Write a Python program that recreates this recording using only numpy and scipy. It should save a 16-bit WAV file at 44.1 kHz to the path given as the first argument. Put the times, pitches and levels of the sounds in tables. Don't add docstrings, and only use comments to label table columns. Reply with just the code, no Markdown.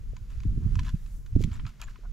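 import sys
import numpy as np
from scipy import signal
from scipy.fft import rfft, irfft, next_fast_len
from scipy.io import wavfile
from scipy.ndimage import map_coordinates

SR = 44100
rng = np.random.default_rng(int(sys.argv[2]) if len(sys.argv) > 2 else 0)


def dump_mix(stems):
    frames = np.atleast_2d(stems).T
    limited = np.clip(frames, -1, 1)
    pcm = np.round(limited * 32767).astype(np.int16)
    wavfile.write(sys.argv[1], SR, pcm)


N = 93712
T = np.arange(N) / SR

# t/s, length/s, level/dB, tilt/(dB per octave)
BLADE_PUSHES = [(0.296, 0.037, -61, -0.5), (0.61, 0.133, -68.5, -11), (.847, 0.044, -49, -2),
                (1.401, 0.048, -58.5, 2), (1.513, 0.062, -54.5, -2.5), (1.66, 0.037, -54, -1.5),
                (1.797, 0.0072, -50.5, -3), (1.812, 0.027, -47, -2.5), (1.865, 0.046, -59.5, -1),
                (2.033, 0.027, -60.5, -15.5)]
# t/s, level/dB, t60/s, tilt/(dB per octave)
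ICE_CRACKS = [(0.7926, -42, 0.031, -0.5), (1.3596, -49, 0.0073, 2.5), (1.393, -55.5, 0.014, 4),
              (1.4016, -49, 0.011, 3), (1.407, -45.5, 0.0076, 5), (1.414, -50, 0.016, 7.5),
              (1.4245, -44, 0.012, 4), (1.4355, -41, 0.0082, -5), (1.4383, -31.5, 0.0079, -1),
              (1.4433, -42, .006, 6), (1.8158, -29.5, 0.0043, 6.5)]
# t/s, level/dB, t60/s, upper edge/Hz, relative pole ring/dB
BLADE_CONTACTS = [(0.1656, -42, 0.013, 7850, -11), (0.402, -42.5, 0.012, 7340, -28),
                  (0.4341, -46, 0.017, 6700, -15), (0.7543, -37, 0.015, 9700, -12.5),
                  (0.7902, -40, 0.028, 4300, 3.5), (0.8313, -49.5, 0.032, 9300, -13),
                  (0.8467, -49, .025, 8200, -14), (0.8654, -45.5, 0.022, 5800, -25),
                  (.8815, -41, 0.011, 6900, -2), (0.9, -47, 0.015, 9000, -28),
                  (1.061, -52, 0.02, 7200, -12), (1.262, -50, 0.021, 9200, -39),
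                  (1.515, -49, 0.022, 6100, -16), (1.5943, -43.5, 0.028, 3800, -11),
                  (1.652, -38.5, 0.014, 3070, -33), (1.6647, -39, 0.017, 6500, -10.5),
                  (1.814, -41.5, 0.022, 7860, -12), (1.823, -40.5, 0.022, 4000, -13),
                  (1.8811, -47.5, 0.036, 2370, -13.5), (1.9571, -41, 0.014, 2670, -14)]
# f/Hz, level/dB, free t60/s
POLE_MODES = [(1007, 1.5, 0.12), (1710, 4, 0.054), (2586, 0, 0.053), (3310, -3, 0.029), (3440, -13, 0.17),
              (4091, -8, 0.056), (5560, -69, 0.029), (5600, -21, 0.027)]
# t/s, length/s, level/dB, f/Hz
SNOW_RUBS = [(1.542, 0.017, -57.5, 7370), (1.677, .02, -58, 1305), (1.824, 0.0059, -41.5, 2490),
             (1.844, 0.019, -58.5, 7060), (1.882, 0.0069, -48, 1660), (2.059, 0.021, -61.5, 1393)]
# t/s, level/dB, f/Hz, upper edge/Hz, left minus right/dB
LANDINGS = [(.128, -35, 120, 252, 3), (.1335, -39, 450, 868, 1.5), (.216, -33.5, 93, 258, -9),
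            (0.382, -22, 46.6, 154, -2.5), (.4525, -25.5, 283, 390, -12), (0.4594, -17.5, 120, 280, 5),
            (0.48, -16.5, 48.5, 264, -1.5), (0.5755, -21, 112, 245, -5), (.5775, -28, 293, 450, -16),
            (0.651, -18, 84, 200, 1), (0.663, -16, 139, 302, -8.5), (0.718, -18, 41.7, 150, -6.5),
            (0.745, -23.5, 71, 180, -2), (0.7706, -14, 104, 212, -6), (0.791, -18, 76.6, 200, -1),
            (0.9429, -14.5, 160, 272, -6), (1.331, -24, 115, 201, -3), (1.36, -15, 93, 313, 1.5),
            (1.3603, -34, 670, 890, -15), (1.3633, -10.5, 260, 443, -11.5), (1.407, -21.5, 370, 590, -12.5),
            (1.415, -18.5, 118, 223, -5), (1.4464, -15.5, 162, 410, -9), (1.515, -21, 75.5, 171, -4.5),
            (1.638, -30.5, 97, 202, 16), (1.654, -23.5, 108, 260, -5), (1.990, -43, 410, 584, 2)]

# f/Hz, relative level/dB
CRUST_SPECTRUM = [(300, -48), (650, -10.5), (800, -13), (980, -4), (1350, -0.5), (2000, -6), (2550, -3.5),
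                  (4500, -9), (7300, -10.5), (8400, -19.5), (12500, -17.5), (15500, -29)]
ICE_SPECTRUM = [(600, -16), (1400, -12), (2200, 2.5), (3800, -1), (5000, -4), (7000, -4), (8800, -20),
                (12500, -17.5), (15500, -46)]
LOOSE_SNOW_SPECTRUM = [(25, -5.5), (60, -0.5), (110, 2), (200, -5.5), (290, -18.5), (400, -29.5),
                       (650, -53), (1400, -76.5), (3000, -120)]
POWDER_SPECTRUM = [(500, -21), (1300, 11.5), (3000, 6), (7000, 0.5), (8600, -5), (12500, -10), (15500, -66)]
SPRAY_SPECTRUM = [(2000, -45), (4500, -9.5), (7000, -2), (8600, -6.5), (12500, -4), (14000, -15.5),
                  (15500, -8)]
WIND_SPECTRUM = [(12, -3), (25, 1), (42, 7), (70, -11.5), (110, -12.5), (180, -28), (300, -51.5),
                 (600, -104.5)]
AIR_SPECTRUM = [(100, 11.5), (200, 11), (300, -1), (450, -4), (750, -12), (1300, -12), (3000, -18.5),
                (7000, -18), (8600, -32.5), (12500, -25), (15500, -33)]

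# t/s, level/dB
LOOSE_SNOW_LEVEL = [(0, -55.5), (.3, -55.5), (.42, -54.5), (.47, -35), (.55, -35), (.78, -34), (.88, -40.5),
                    (1.0, -61), (1.18, -53.5), (1.3, -70), (1.38, -25.5), (1.48, -33), (1.55, -48),
                    (1.65, -43), (1.72, -60.5), (2.12, -59.5)]
POWDER_LEVEL = [(0, -73.5), (.27, -72.5), (.36, -66.5), (.6, -70), (.75, -62), (.97, -68), (1.16, -74),
                (1.22, -112), (1.32, -72), (1.5, -63), (1.75, -70), (1.9, -67.5), (2.12, -73.5)]
SPRAY_LEVEL = [(0, -77), (.6, -75), (.95, -70.5), (1.17, -65), (1.23, -72), (1.5, -82), (2.12, -83)]
WIND_LEVEL = [(0, -32), (.12, -35), (.26, -41.5), (.32, -33), (.5, -28), (.8, -29.5), (1.0, -36.5),
              (1.1, -35.5), (1.28, -37.5), (1.45, -37), (1.6, -30.5), (1.76, -49.5), (1.88, -36),
              (1.98, -49), (2.12, -31)]

# f/Hz, left minus right/dB
BALANCE = [(500, -0.5), (1000, 0), (2000, -0.4), (4500, 0.5), (8000, 1), (12500, 5.5)]


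def crunches(attack_s=0.0039, release_s=0.009, sag_db=2.5, clusters_per_s=340, cluster_db=4):
    out = np.zeros(N)
    for s, length, db, tilt_db in BLADE_PUSHES:
        t = np.maximum(T - s, 0)
        push = (1 - np.exp(-t / attack_s)) * np.exp(-np.maximum(t - length, 0) / release_s)
        clusters = map_coordinates(rng.standard_normal(2000), [T * clusters_per_s], order=1, mode="wrap")
        grains = crackle(per_s=4500, spread_db=4) * amp(cluster_db * clusters)
        grains = unit(coloured(grains, tilted(CRUST_SPECTRUM, tilt_db)))
        out += amp(db - sag_db * np.minimum(t / length, 1)) * push * grains
    return out


def snaps():
    out = np.zeros(N)
    for s, db, t60, tilt_db in ICE_CRACKS:
        tick = rng.standard_normal(N) * decay(s, t60, attack_s=0.00031)
        out += amp(db + 3) * coloured(tick, tilted(ICE_SPECTRUM, tilt_db))
    return out


def knocks(ring_time_share=0.38, detune=0.006):
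    cracks, ring = np.zeros(N), np.zeros(N)
    for s, db, t60, edge_hz, ring_db in BLADE_CONTACTS:
        burst = rng.standard_normal(N) * decay(s, t60, attack_s=0.0011)
        lowpass = signal.butter(6, edge_hz, fs=SR, output="sos")
        cracks += amp(db + 3) * signal.sosfilt(lowpass, burst)
        for hz, mode_db, free_t60 in POLE_MODES:
            struck_hz = hz * (1 + detune * rng.normal())
            tone = np.sin(2 * np.pi * (struck_hz * T + rng.random()))
            gain = amp(db + ring_db + mode_db + rng.normal(0, 0.67))
            ring += gain * decay(s, ring_time_share * free_t60, attack_s=0.0016) * tone
    return coloured(cracks, CRUST_SPECTRUM) + ring


def squeaks(relative_half_width=0.048):
    out = np.zeros(N)
    for s, length, db, hz in SNOW_RUBS:
        noise = rng.standard_normal(N)
        rub = filtered(noise, lambda f: 1 / (1 + ((f / hz - 1) / relative_half_width) ** 4))
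        out += amp(db) * gaussian(s, length / 2) * unit(rub)
    return out


def thuds(decay_cycles=0.9, suction_share=0.86, suction_s=0.0036):
    out = np.zeros((2, N))
    for s, db, hz, edge_hz, side_db in LANDINGS:
        cycles = np.maximum(T - s, 0) * hz
        push = np.sin(2 * np.pi * cycles) * np.exp(-np.minimum(cycles / decay_cycles, 20))
        suction = suction_share * gaussian(s - suction_s, suction_s)
        thud = filtered(push - suction, lambda f: 1 / (1 + (f / edge_hz) ** 5))
        out += amp(db) * pan(side_db) * thud
    return out


def tumbling():
    lumps = unit(coloured(crackle(per_s=500, spread_db=3.5), LOOSE_SNOW_SPECTRUM))
    rumble = rush(LOOSE_SNOW_SPECTRUM, side_db=-2)
    return level(LOOSE_SNOW_LEVEL) * (lumps * pan(db=-6.5) + amp(-9) * rumble)


def powder():
    hiss = rush(POWDER_SPECTRUM, side_db=-7.5)
    crumbs = amp(-10.5) * coloured(crackle(per_s=400, spread_db=6), POWDER_SPECTRUM)
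    spray = rush(SPRAY_SPECTRUM, side_db=-3.5) * pan(db=1.5)
    return level(POWDER_LEVEL) * (hiss + crumbs) + level(SPRAY_LEVEL) * spray


def yard(x):
    tail = rng.standard_normal((2, N)) * decay(0, t60=0.086, attack_s=0.00083)
    return signal.fftconvolve(x[None], tail / np.linalg.norm(tail[0]), axes=1)[:, :N]


def wind():
    gusts = level(WIND_LEVEL) * rush(WIND_SPECTRUM, side_db=-9)
    return gusts + amp(-58) * rush(AIR_SPECTRUM, side_db=-11.5)


def amp(db):
    return 10 ** (np.asarray(db) / 20)


def unit(x):
    return x / np.sqrt(np.mean(x ** 2) + 1e-20)


def along(points, hz):
    f, v = np.transpose(points)
    return np.interp(np.log(hz + 1), np.log(f), v)


def level(points):
    return amp(np.interp(T, *np.transpose(points)))


def decay(s, t60, attack_s):
    t = np.maximum(T - s, 0)
    return (1 - np.exp(-t / attack_s)) * amp(-np.minimum(60 * t / t60, 200))


def gaussian(s, half_width_s):
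    return np.exp(-np.minimum(((T - s) / half_width_s) ** 2, 20))


def filtered(x, response):
    size = next_fast_len(N + 8192)
    return irfft(rfft(x, size) * response(np.fft.rfftfreq(size, 1 / SR)), size)[..., :N]


def coloured(x, spectrum, size=2048):
    cepstrum = irfft(np.log(amp(along(spectrum, np.fft.rfftfreq(size, 1 / SR)))))
    cepstrum[1:size // 2] *= 2
    cepstrum[size // 2 + 1:] = 0
    response = irfft(np.exp(rfft(cepstrum)))
    return signal.fftconvolve(x, response / np.linalg.norm(response))[:N]


def tilted(spectrum, tilt_db):
    return [(hz, db + tilt_db * np.log2(hz / spectrum[0][0])) for hz, db in spectrum]


def pan(db):
    gains = amp(np.array([db / 2, -db / 2])).reshape(2, -1)
    return gains / gains.mean(axis=0)


def rush(spectrum, side_db):
    mid, side = filtered(rng.standard_normal((2, N)), lambda hz: amp(along(spectrum, hz)))
    return unit(np.array([mid + amp(side_db) * side, mid - amp(side_db) * side]))


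def crackle(per_s, spread_db):
    sizes = amp(spread_db * np.clip(rng.standard_normal(N), -2, 2))
    signs = np.sign(rng.standard_normal(N))
    return unit(sizes * signs * (rng.random(N) < per_s / SR))


def scene():
    rake = knocks() + crunches() + snaps() + squeaks()
    side = amp(-14) * filtered(rake, lambda hz: 1j * np.minimum(hz / 3000, 1.5))
    direct = rake * pan(db=-0.5) + np.array([-side, side])
    background = wind()
    return direct + amp(-10) * yard(rake) + thuds() + tumbling() + powder() + background


def record(dry, low_hz=8, top_hz=15700):
    def response(hz):
        highpass = 1j * hz / (1j * hz + low_hz)
        return pan(along(BALANCE, hz)) * highpass * (hz < top_hz)
    return filtered(dry, response)


dry = scene()
out = record(dry)
dump_mix(out)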